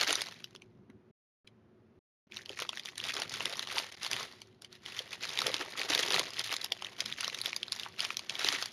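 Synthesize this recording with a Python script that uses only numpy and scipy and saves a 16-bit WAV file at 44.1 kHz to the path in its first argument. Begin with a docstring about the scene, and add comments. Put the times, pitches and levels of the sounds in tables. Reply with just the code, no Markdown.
"""In a small, quiet room with a low ventilation hum, hands squeeze a paper bag on a table, pause and go on.
Each movement stirs showers of tiny wrinkle sounds, the rub of skin, lesser creases and a dull table rumble.
Bigger creases snap as short jolts that ring the paper, and whole panels pop hollowly.
The sound drops out twice in the pause and dips briefly three times later."""
import sys
import numpy as np
from scipy import signal
from scipy.fft import rfft, irfft, next_fast_len
from scipy.io import wavfile
from scipy.ndimage import uniform_filter1d

SR = 44100
rng = np.random.default_rng(int(sys.argv[2]) if len(sys.argv) > 2 else 0)


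def wrap_up_sound(samples):
    """Save the sound to the file named by the first command line argument, as 16-bit audio."""
    columns = np.atleast_2d(samples).T
    # keep every value between -1 and 1, then stretch to whole-number steps
    tamed = np.clip(columns, -1, 1)
    steps = np.round(tamed * 32767).astype(np.int16)
    wavfile.write(sys.argv[1], SR, steps)


N = 384552

# How far skin slides over the paper instead of creasing it.
# Each row: time in seconds, share of sliding from 0 to 1.
SLIDING = [(0, 0.5), (2.3, 0.1), (4.1, 0.7), (4.3, 0.9), (5.05, 0.7), (5.45, 0.4), (6.2, 0.4), (7.3, 0.4),
           (8.3, 0.6)]
TYPICAL_DB = -42  # crinkling level of a typical squeeze; stronger or weaker ones are compared with it


def amp(db):
    """Turn decibels into gain."""
    return 10 ** (np.asarray(db) / 20)


def unit(x):
    """Scale a sound to an average strength (rms) of 1."""
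    return x / np.sqrt(np.mean(x ** 2) + 1e-20)


def along(points, hz):
    """Read a curve of (Hz, value) points on a logarithmic pitch axis."""
    f, v = np.transpose(points)
    return np.interp(np.log(hz + 1), np.log(f + 1), v)


def curves(rows):
    """Give one value per sample for each column after the time."""
    s, *cols = np.transpose(rows)
    return [np.interp(np.arange(N) / SR, s, c) for c in cols]


def filtered(x, response):
    """Filter a sound by a gain, real or complex, given for each frequency."""
    m = next_fast_len(N + SR // 2)
    return irfft(rfft(x, m) * response(np.fft.rfftfreq(m, 1 / SR)), m)[:N]


def coloured(x, spectrum, size=4096):
    """Filter with a (Hz, dB) shape that acts only forward in time, so that attacks stay sharp."""
    cepstrum = irfft(np.log(amp(along(spectrum, np.fft.rfftfreq(size, 1 / SR)))))
    # folding the cepstrum forward makes the filter respond as early as it can
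    cepstrum[1:size // 2] *= 2
    cepstrum[size // 2:] = 0
    return signal.fftconvolve(x, irfft(np.exp(rfft(cepstrum))))[:len(x)]


def resonance(f, hz, width):
    """Response of one ringing mode, with gain 1 at its centre."""
    return 1j * f * width / (hz * hz - f * f + 1j * f * width)


def placed(times, rows):
    """Add up short sounds, one a row, each starting at its own time in seconds."""
    index = np.maximum(np.round(times * SR).astype(int), 0)[:, None] + np.arange(rows.shape[1])
    return np.bincount(index.ravel(), rows.ravel(), N)[:N]


def loud(spectra, db):
    """Short sounds, each with the energy of its level held for 3 ms."""
    rows = irfft(spectra)
    return rows / np.linalg.norm(rows, axis=1, keepdims=True) * np.sqrt(.003 * SR) * amp(db)[:, None]


def slips(count, size, follow, life, chatter, settle):
    """Spectra of folds giving way: fibres creak, the fold jumps a quarter into its row, after-slips die out."""
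    t = (np.arange(size) - size // 4) / SR
    away = np.where(t < 0, -2 * t, t)  # the build-up is twice as quick as the settling
    chance = rng.standard_normal((count, 2, size))
    after_slips = follow * chance[:, 0] * np.abs(chance[:, 0]) * np.exp(-away / life)
    creaking = chatter * chance[:, 1] * np.exp(-away / settle)
    force = after_slips + creaking
    force[:, size // 4] = 1  # the jump itself
    return rfft(force), np.fft.rfftfreq(size, 1 / SR)


def grains(rate, hz, scatter, cycles, spread_db, size):
    """A steady shower of tiny rings of uneven size and pitch that swell and die within a few cycles, rms 1."""
    chance = rng.random((int(rate * N / SR), 4))
    pitch = hz * np.exp(scatter * (2 * chance[:, 1:2] - 1))
    phase = np.minimum(pitch, SR / 2) * np.arange(size) / SR  # in cycles
    # most rings are weak and a few are strong, up to a limit
    strength = amp(spread_db * np.minimum(-np.log(1 - chance[:, 2:3]), np.pi))
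    swell = phase * np.exp(-phase / cycles)
    rings = strength * pitch / hz * np.sin(2 * np.pi * (phase + chance[:, 3:])) * swell
    return unit(placed(chance[:, 0] * N / SR, rings))


def ventilation():
    """A soft low rush of air, made of shaped noise, with a few duct resonances."""
    # Colour of the rush. Each row: frequency in Hz, relative strength in dB.
    rush_colour = [(25, -32.5), (50, -22.5), (80, -10.5), (115, -8.5), (200, -8.5), (300, -11.5),
                   (400, -10.5), (520, -16.5), (800, -22), (1500, -26.5), (3500, -38), (7000, -47.5),
                   (10000, -58.5), (16000, -48)]
    # Resonances of the duct. Each row: pitch in Hz, width in Hz of each of two passes, level in dB.
    duct_modes = [(109.8, 10, -72), (220, 41, -70.5), (364.8, 26, -68)]
    hum = amp(-66) * unit(coloured(rng.standard_normal(N), rush_colour))
    air = rng.standard_normal(N)
    for hz, width, db in duct_modes:
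        hum = hum + amp(db) * unit(filtered(air, lambda f: resonance(f, hz, width) ** 2))
    return hum


def room(x, wet_db):
    """Add the short tail of a furnished room: noise that fades at its own speed in each pitch range."""
    # How the room dies away. Each row: frequency in Hz, time in seconds to fall by 60 dB.
    fading = [(200, 0.13), (2000, 0.052), (6000, 0.084), (14000, 0.043)]
    hz, t, z = signal.stft(rng.standard_normal(SR // 3), SR, nperseg=256)
    tail = signal.istft(z * amp(-60 * t / along(fading, hz)[:, None]), SR, nperseg=256)[1]
    tail = np.pad(tail / np.linalg.norm(tail), (SR // 250, 0))  # it starts 4 ms after the direct sound
    return x + amp(wet_db) * signal.fftconvolve(x, tail)[:N]


def gesture(start, hold, db):
    """Level in dB of one movement: it takes hold, stays, lets go, and the paper settles slowly."""
    attack_db_per_s, release_db_per_s, settle_db_per_s = 419, 258, 78.5
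    t = np.arange(N) / SR - start
    before, after = np.maximum(-t, 0), np.maximum(t - hold, 0)
    # the paper goes on unfolding; harder movements leave more to unfold
    unfolding_db = np.minimum(-8.5 + 0.27 * (db - TYPICAL_DB), 0)
    settling = unfolding_db - settle_db_per_s * after
    return db - attack_db_per_s * before + np.maximum(-release_db_per_s * after, settling)


def table_rumble(crinkle_db):
    """Hands and bag shift on the wooden table: dull, lumpy noise that grows with the effort."""
    # Shifts on the table. Each row: start in seconds, hold in seconds, level in dB before the table's gain.
    shifts = [(0.123, 0.83, -65), (3.02, 0.46, -59.5), (5.297, .1, -60), (5.446, 0.11, -54.5),
              (4.106, 0.14, -60), (5.896, 0.054, -57.5), (6.16, 0.043, -50.5), (7.03, 0.11, -59),
              (8.462, .06, -57)]
    # Colour of the rumble. Each row: frequency in Hz, gain in dB.
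    rumble_colour = [(25, -33.5), (50, -12.5), (85, -1), (130, 4), (200, 0), (350, -7), (900, -43),
                     (4000, -73.5)]
    table_gain_db, lumpy_db = 18.5, 3  # the table top amplifies the handling, in uneven lumps
    pressing_db = -66 + 0.28 * (crinkle_db - TYPICAL_DB)
    level_db = np.max([pressing_db] + [gesture(start, hold, db) for start, hold, db in shifts], axis=0)
    lumps = unit(filtered(rng.standard_normal(N), lambda f: np.exp(-(f / 20) ** 2)))
    rumble = amp(level_db + table_gain_db + lumpy_db * lumps) * rng.standard_normal(N)
    return coloured(rumble, rumble_colour)


def effort():
    """Effort levels of crinkling and panel flexing in dB; the strongest movement of the moment leads."""
    # Squeezes and pushes of the hands. Each row: start in seconds, hold in seconds,
    # crinkling effort in dB, panel flexing in dB relative to the crinkling effort.
    squeezes = [(0.0, .03, -30, -9), (0.08, 0.04, -32, -8.5), (0.16, 0.035, -39.5, -9),
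                (2.345, 0.046, -50.5, -15), (2.5, 0.045, -51.5, -22), (2.595, 0.014, -41, -15),
                (2.73, 0.13, -53, -10), (2.85, 0.028, -49.5, -20), (2.98, 0.067, -46.5, -19),
                (3.055, 0.038, -37, -13.5), (3.16, 0.069, -42, -3), (3.32, 0.072, -42, -7.5),
                (3.39, 0.16, -43.5, -6), (3.585, 0.051, -43.5, -7), (3.7, 0.034, -41, -9),
                (3.768, 0.021, -34, -9.5), (4.035, 0.035, -39.5, -18), (4.115, 0.11, -40, -6),
                (4.64, 0.012, -64, -5), (4.73, 0.02, -56.5, -15), (4.86, .1, -48.5, -30),
                (4.975, 0.028, -43.5, -25), (5.125, 0.009, -45.5, -8), (5.23, .12, -41.5, -13.5),
                (5.385, 0.18, -38.5, -7), (5.6, 0.03, -40, -1), (5.785, 0.068, -37.5, -5.5),
                (5.9, 0.13, -34, -8.5), (6.05, 0.12, -36, -6.5), (6.135, 0.051, -32, -5),
                (6.35, 0.062, -42.5, -12.5), (6.445, 0.052, -42, -27), (6.52, 0.013, -38, -7.5),
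                (6.61, 0.045, -47.5, -11), (6.825, 0.064, -51.5, -4.5), (7.0, 0.011, -42.5, -7),
                (7.07, 0.05, -44.5, -16), (7.19, 0.087, -43, -13), (7.33, 0.071, -47, -7.5),
                (7.455, 0.017, -40, -10), (7.72, 0.13, -46, -17), (8.005, 0.036, -39, -12.5),
                (8.09, 0.026, -45, -13), (8.31, 0.08, -45, -7), (8.4, 0.15, -36, -10.5),
                (8.595, 0.018, -37, -20)]
    # Fingers rest on the paper and keep it stirring. Each row: start in seconds, hold in seconds,
    # crinkling effort in dB, panel flexing in dB relative to the crinkling effort.
    touches = [(2.36, 0.58, -60, -5), (3.0, 1.25, -59, -7), (4.84, 3.88, -55, -6), (5.3, 0.95, -49, -3)]
    crinkle_db = flex_db = np.full(N, -120.0)
    for start, hold, db, flex in list(squeezes) + list(touches):
        level = gesture(start, hold, db)
        crinkle_db, flex_db = np.maximum(crinkle_db, level), np.maximum(flex_db, level + flex)
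    return crinkle_db, flex_db


def crinkle(crinkle_db, flex_db):
    """Countless small wrinkles give way in clusters as the paper bends and rubs against the skin."""
    # Colour of the wrinkles. Each row: frequency in Hz, gain in dB.
    wrinkle_colour = [(300, -22), (700, -6.5), (1200, -8.5), (1900, 6), (3600, -0.5), (5500, -3.5),
                      (7000, -3.5), (10000, -21.5), (13000, -9.5), (16000, -16.5)]
    # Colour of skin rubbing on paper. Each row: frequency in Hz, gain in dB.
    rub_colour = [(300, -32.5), (700, -8), (1200, -1.5), (1600, -1.5), (1950, 3.5), (2500, -1.5), (3450, 2),
                  (4400, -1), (6000, -8.5), (7200, -11), (10000, -22), (13000, -17.5), (16000, -23)]
    # Colour of the flexing panels. Each row: frequency in Hz, gain in dB.
    flex_colour = [(60, -29.5), (150, -11), (280, -3.5), (380, 1.5), (600, 0.5), (900, -3), (1400, -3),
                   (2500, -29), (6000, -57.5)]
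    wrinkles_trim_db, flex_trim_db = -0.5, -2  # added to the effort levels
    sliding = np.clip(curves(SLIDING)[0], 0, 1)

    # wrinkles set each other off in brief surges; freely sliding skin rubs more steadily
    surge = np.tanh(unit(filtered(rng.standard_normal(N), lambda f: np.exp(-(f / 110) ** 2))))
    shower = grains(rate=1000, hz=4000, scatter=1.1, cycles=.75, spread_db=5, size=256)
    wrinkles = unit(coloured(amp(5.5 * surge) * shower, wrinkle_colour))
    friction = amp(8.5 * (1 - sliding) * surge) * rng.standard_normal(N)
    rub = unit(coloured(friction, rub_colour))
    paper = np.sqrt(1 - sliding) * wrinkles + np.sqrt(sliding) * rub

    # tight wrinkles sound brighter than loose ones, so the treble grows faster with effort
    tight = filtered(paper, lambda f: f ** 4 / (f ** 4 + 4500 ** 4))
    treble_db = crinkle_db + 0.5 + 0.0533 * (crinkle_db - TYPICAL_DB)
    fine = amp(crinkle_db) * (paper - tight) + amp(treble_db) * tight

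    # panels bend with lower rings and some noise
    flex = grains(rate=600, hz=704.6, scatter=0.95, cycles=1.0, spread_db=2.5, size=1024)
    flex = flex + amp(-1.5) * rng.standard_normal(N)
    flex = unit(amp(5.8 * surge) * coloured(flex, flex_colour))
    return amp(wrinkles_trim_db) * fine + amp(flex_db + flex_trim_db) * flex


def panels(size=4096):
    """A broad panel flips over and pops into the hollow of the bag, swelling for a cycle or two."""
    # Panels buckling. Each row: time in seconds, level in dB before a cut of 6 dB, pitch in Hz.
    pops = [(0.109, -31, 446), (0.549, -44, 402), (0.896, -41.5, 250), (0.9, -53, 1450), (2.492, -46, 417),
            (2.502, -33, 458), (2.531, -43, 439), (2.592, -32, 1240), (2.619, -31, 425), (3.06, -38, 1020),
            (3.46, -35.5, 360), (3.769, -26, 980), (4.139, -36.5, 894), (5.004, -35.5, 510),
            (5.462, -25, 585), (5.478, -24.5, 486), (5.499, -26, 467), (5.542, -33, 345),
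            (5.754, -35, 1200), (5.901, -25, 350), (5.995, -28.5, 460), (6.085, -30.5, 426),
            (6.211, -30, 1020), (6.718, -31, 690), (7.231, -30, 1400), (7.862, -29.5, 1070),
            (8.413, -30.5, 1320), (8.447, -28.5, 386), (8.536, -34.5, 350)]
    s, db, hz = np.transpose(pops)
    force, f = slips(len(s), size=size, follow=0.032, life=0.0029, chatter=0.027, settle=0.014)
    hollow = resonance(f, hz[:, None], 0.53 * hz[:, None]) ** 2
    return placed(s - size // 4 / SR + .0005, loud(force * hollow, db - 6.0))


def small_snaps(crinkle_db):
    """Lesser creases give way at random, louder as the hands press harder; rows as creases() reads them."""
    per_second, spread_db = 48, 4
    count = int(per_second * N / SR)
    at = ((np.arange(count) + rng.random(count)) * N / count).astype(int)
    strength, facet, sheet = np.clip(rng.standard_normal((count, 3)), -2, 2).T
    # fully sliding skin sets off creases 5 dB weaker
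    db = crinkle_db[at] + 3.5 - 5 * curves(SLIDING)[0][at] + spread_db * strength
    hz = 3500 * np.exp(0.21 * facet)
    sheet_db, crack_db = -10.5 + spread_db * sheet, np.full(count, -10.5)
    return np.column_stack([at / SR, db, hz, sheet_db, crack_db])


def creases(snaps, size=1024):
    """Each snapping crease rings a stiff facet of paper, shakes the sheet around it and gives a bright crack."""
    facet_trim_db, crack_trim_db = 1.5, -0.5
    s, db, hz, sheet_db, crack_db = np.transpose(snaps)
    # strong creases go in one jump, weak ones crumble more raggedly
    ragged = np.clip(amp(-.35 * (db[:, None] + 32)), .7, 1.5)
    force, f = slips(len(s), size=size, follow=.16, life=.001, chatter=.028 * ragged, settle=.007)
    # the bending wave returns from the next fold, which gives each snap its own colour
    distance, strength = rng.random((2, len(s), 1))
    delay = .0003 + .0008 * distance  # seconds
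    force = force * (1 - 1.6 * strength * np.exp(-2j * np.pi * f * delay))

    pitch = hz[:, None]
    facet_ring = resonance(f, pitch, .6 * pitch) * resonance(f, pitch, 1.25 * pitch)
    facet = loud(force * facet_ring, db + facet_trim_db)
    # the sheet rings lower or higher as the folds around a crease lie
    sheet_hz = 1290 * np.exp(.2 * rng.uniform(-1, 1, (len(s), 1)))
    sheet = loud(force * resonance(f, sheet_hz, 350) * resonance(f, 650, 1200), db + sheet_db)
    crack_ring = resonance(f, 10200, 6400) * resonance(f, 12000, 8700)
    crack = loud(force * crack_ring, db + crack_db + crack_trim_db)
    return placed(s - size // 4 / SR - .0003, facet + sheet + crack)


def scene():
    """The bag in a quiet room; one effort drives the wrinkles, the lesser creases and the table."""
    # The creases that stand out. Each row: time in seconds, base level in dB, pitch of the paper facet in Hz,
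    # sheet in dB and crack in dB relative to the base level; creases() trims facet and crack slightly.
    big_snaps = [(0.0171, -33, 2650, 1, -20), (0.0831, -35, 3840, -15, -19), (0.1285, -24.5, 4960, -7, -27),
                 (0.1553, -24.5, 4480, -15, -20), (0.2089, -32.0, 3620, -26, -20),
                 (0.2188, -27, 3500, -10.5, -14), (0.2693, -39, 3500, -7.5, -16),
                 (0.2868, -41.5, 3580, -3, -12), (0.4432, -36, 3700, -35, -12),
                 (0.5512, -47.5, 3060, -1.5, -15), (0.5618, -46, 3340, -25, -16),
                 (0.6205, -48.0, 2860, -12, -25), (0.9013, -58, 1972, -11.5, -12.5),
                 (1.4748, -49, 2655, -25.5, -21.5), (2.3221, -42.5, 2500, -19.5, -23.5),
                 (2.37, -34.5, 3540, -17, -16), (2.4595, -41.0, 3660, -30, -18),
                 (2.4944, -36.5, 3530, -17, -19), (2.5317, -46, 2680, -18, -21),
                 (2.6223, -32.5, 2840, -0.5, -8.5), (2.6502, -46, 1900, 6, -25),
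                 (2.6924, -28, 3370, -10, -23), (2.7316, -40, 2450, -2, -25),
                 (2.7735, -34.5, 2360, -31, -25), (2.7963, -35, 3370, -32, -23),
                 (2.8356, -47, 4090, -24, -15), (2.858, -35, 3800, -30, -20),
                 (2.8883, -38.5, 2800, -24, -24), (2.9802, -33.5, 4450, -23, -18),
                 (3.0015, -33, 3020, -23, -25), (3.0152, -45, 3350, -17, -17),
                 (3.0405, -32.5, 3350, -17, -33), (3.0938, -31.5, 2610, -11.5, -23),
                 (3.1412, -33, 4810, -21, -12), (3.167, -31.0, 3000, -5, -19), (3.2004, -36, 4430, -4, -14),
                 (3.2197, -28, 3070, -4.5, -25), (3.2962, -37, 4500, -29, -18),
                 (3.3395, -33, 3670, -5, -27), (3.4065, -29.5, 2300, -3.5, -33),
                 (3.4564, -25.5, 3460, -11, -31), (3.5269, -37, 3940, -7, -21),
                 (3.5944, -28, 3540, -9.5, -22), (3.6733, -36, 3000, -5, -20),
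                 (3.7174, -37, 2610, 0.5, -24), (3.7834, -24, 2900, -12, -20),
                 (4.0316, -33.5, 4400, -11, -26), (4.0646, -31.0, 3940, -6, -30),
                 (4.1142, -29, 4600, -5.5, -16), (4.1326, -26, 3450, -31, -18),
                 (4.4181, -42.0, 3700, -13, -18), (4.6209, -45.0, 4440, -9, -13),
                 (4.6472, -42, 3030, -15, -21), (4.7284, -48, 4240, -20, -14),
                 (4.8616, -37, 2870, -28, -29), (4.9916, -29, 3280, -23, -20),
                 (5.13, -35.5, 2580, -27, -19), (5.2348, -37, 3450, -17, -13),
                 (5.3749, -28.5, 3100, -15, -14), (5.3895, -23.5, 3570, -13, -17),
                 (5.4187, -27, 3640, -1, -16), (5.4678, -23.5, 3600, -8, -19),
                 (5.5429, -24.5, 3000, -10, -34), (5.7954, -31.5, 3640, -29, -10),
                 (5.8162, -29, 2780, -11, -29), (5.9049, -29, 3440, -8, -22),
                 (5.9502, -21.5, 4100, -17, -8.5), (6.032, -26.5, 2740, -25, -24),
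                 (6.1228, -27.5, 4200, -11, -23), (6.1435, -23, 3770, -6.5, -30),
                 (6.195, -22.5, 3220, -14, -32), (6.3944, -26.5, 3540, -18, -32),
                 (6.4061, -33, 2300, -15, -22), (6.4434, -33.5, 4350, -22, -12),
                 (6.4734, -39, 2720, -25, -7), (6.5266, -30, 4270, -6, -8), (6.5412, -29.0, 3600, -9, -14),
                 (6.5661, -29, 3590, -21, -15), (6.6157, -33, 3950, -15, -16),
                 (6.6451, -28.5, 4760, -13.5, -6), (6.7216, -23, 3050, -15.5, -18),
                 (6.8233, -35, 2670, -2.5, -23), (6.8469, -33.0, 2750, -13, -31),
                 (6.8679, -37.5, 2800, -21, -16), (7.0057, -24.5, 3770, -24, -16),
                 (7.0595, -31, 3580, -11, -15), (7.1254, -30.5, 3270, -28, -20),
                 (7.1863, -40, 3040, -18, -18), (7.2085, -29.5, 4400, -13, -20),
                 (7.245, -27.5, 3730, -14, -13), (7.2795, -30, 4500, -5, -12),
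                 (7.2993, -36, 3200, -30, -19), (7.3467, -31.0, 3560, -29, -16),
                 (7.3884, -36.5, 3610, -17, -18), (7.4157, -29, 4280, -39, -6),
                 (7.4596, -26.0, 3770, -36, -10.5), (7.531, -30.5, 2500, -35, -26),
                 (7.5641, -27.5, 4700, -17.5, -8), (7.6312, -28.5, 3140, -32, -23),
                 (7.6822, -39, 3120, -6, -19), (7.722, -26, 3860, -15, -26), (7.7288, -33, 3940, -18, -14),
                 (7.7976, -32, 3530, -19, -12), (7.8339, -35, 3370, -35, -14),
                 (7.9935, -31.5, 2870, -25, -17), (8.0054, -25, 3300, -22, -28),
                 (8.0496, -28.5, 3020, -9, -18), (8.1052, -29.5, 2240, -2.5, -28),
                 (8.1705, -27.5, 4600, -20, -10.5), (8.1935, -33.5, 3200, -11, -17),
                 (8.2966, -28, 3360, -30, -21), (8.3059, -37, 3400, -26, -17),
                 (8.3542, -32, 3360, -22, -15), (8.4461, -23, 4030, -10.5, -13),
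                 (8.4878, -20.5, 2930, -12, -15), (8.5256, -29, 3960, -4.5, -12),
                 (8.625, -28.5, 4250, -5.5, -12), (8.6586, -32, 4900, -11.5, -12)]
    crinkle_db, flex_db = effort()
    bag = crinkle(crinkle_db, flex_db) + panels()
    bag = bag + creases(small_snaps(crinkle_db)) + creases(big_snaps)
    return (ventilation() + table_rumble(crinkle_db) + room(bag, wet_db=-16.0))[None]


def record(dry):
    """The microphone has a notch in the treble; the sound drops out now and then and ends at a band limit."""
    # Colour of the microphone. Each row: frequency in Hz, gain in dB.
    microphone_colour = [(30, 0), (100, -0.5), (6200, -1), (7200, -5.5), (8050, -18.5), (9000, 2),
                         (10000, 6), (16000, -21)]
    # Dropouts and brief dips. Each row: start in seconds, end in seconds, level change in dB.
    dropouts = [(1.113, 1.445, -70), (1.992, 2.269, -70), (2.279, 2.296, -14), (3.904, 3.916, -20),
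                (3.954, 3.966, -20)]
    top_hz = 16100  # nothing is heard above this
    t = np.arange(N) / SR
    dip_db = sum(db * ((t > start) & (t < end)) for start, end, db in dropouts).astype(float)
    dip_db = uniform_filter1d(dip_db, size=128)  # rounds the edges over about 3 ms
    heard = coloured(dry[0], microphone_colour) * amp(dip_db)
    return filtered(heard, lambda f: f < top_hz)[None]


dry = scene()
out = record(dry)
wrap_up_sound(out)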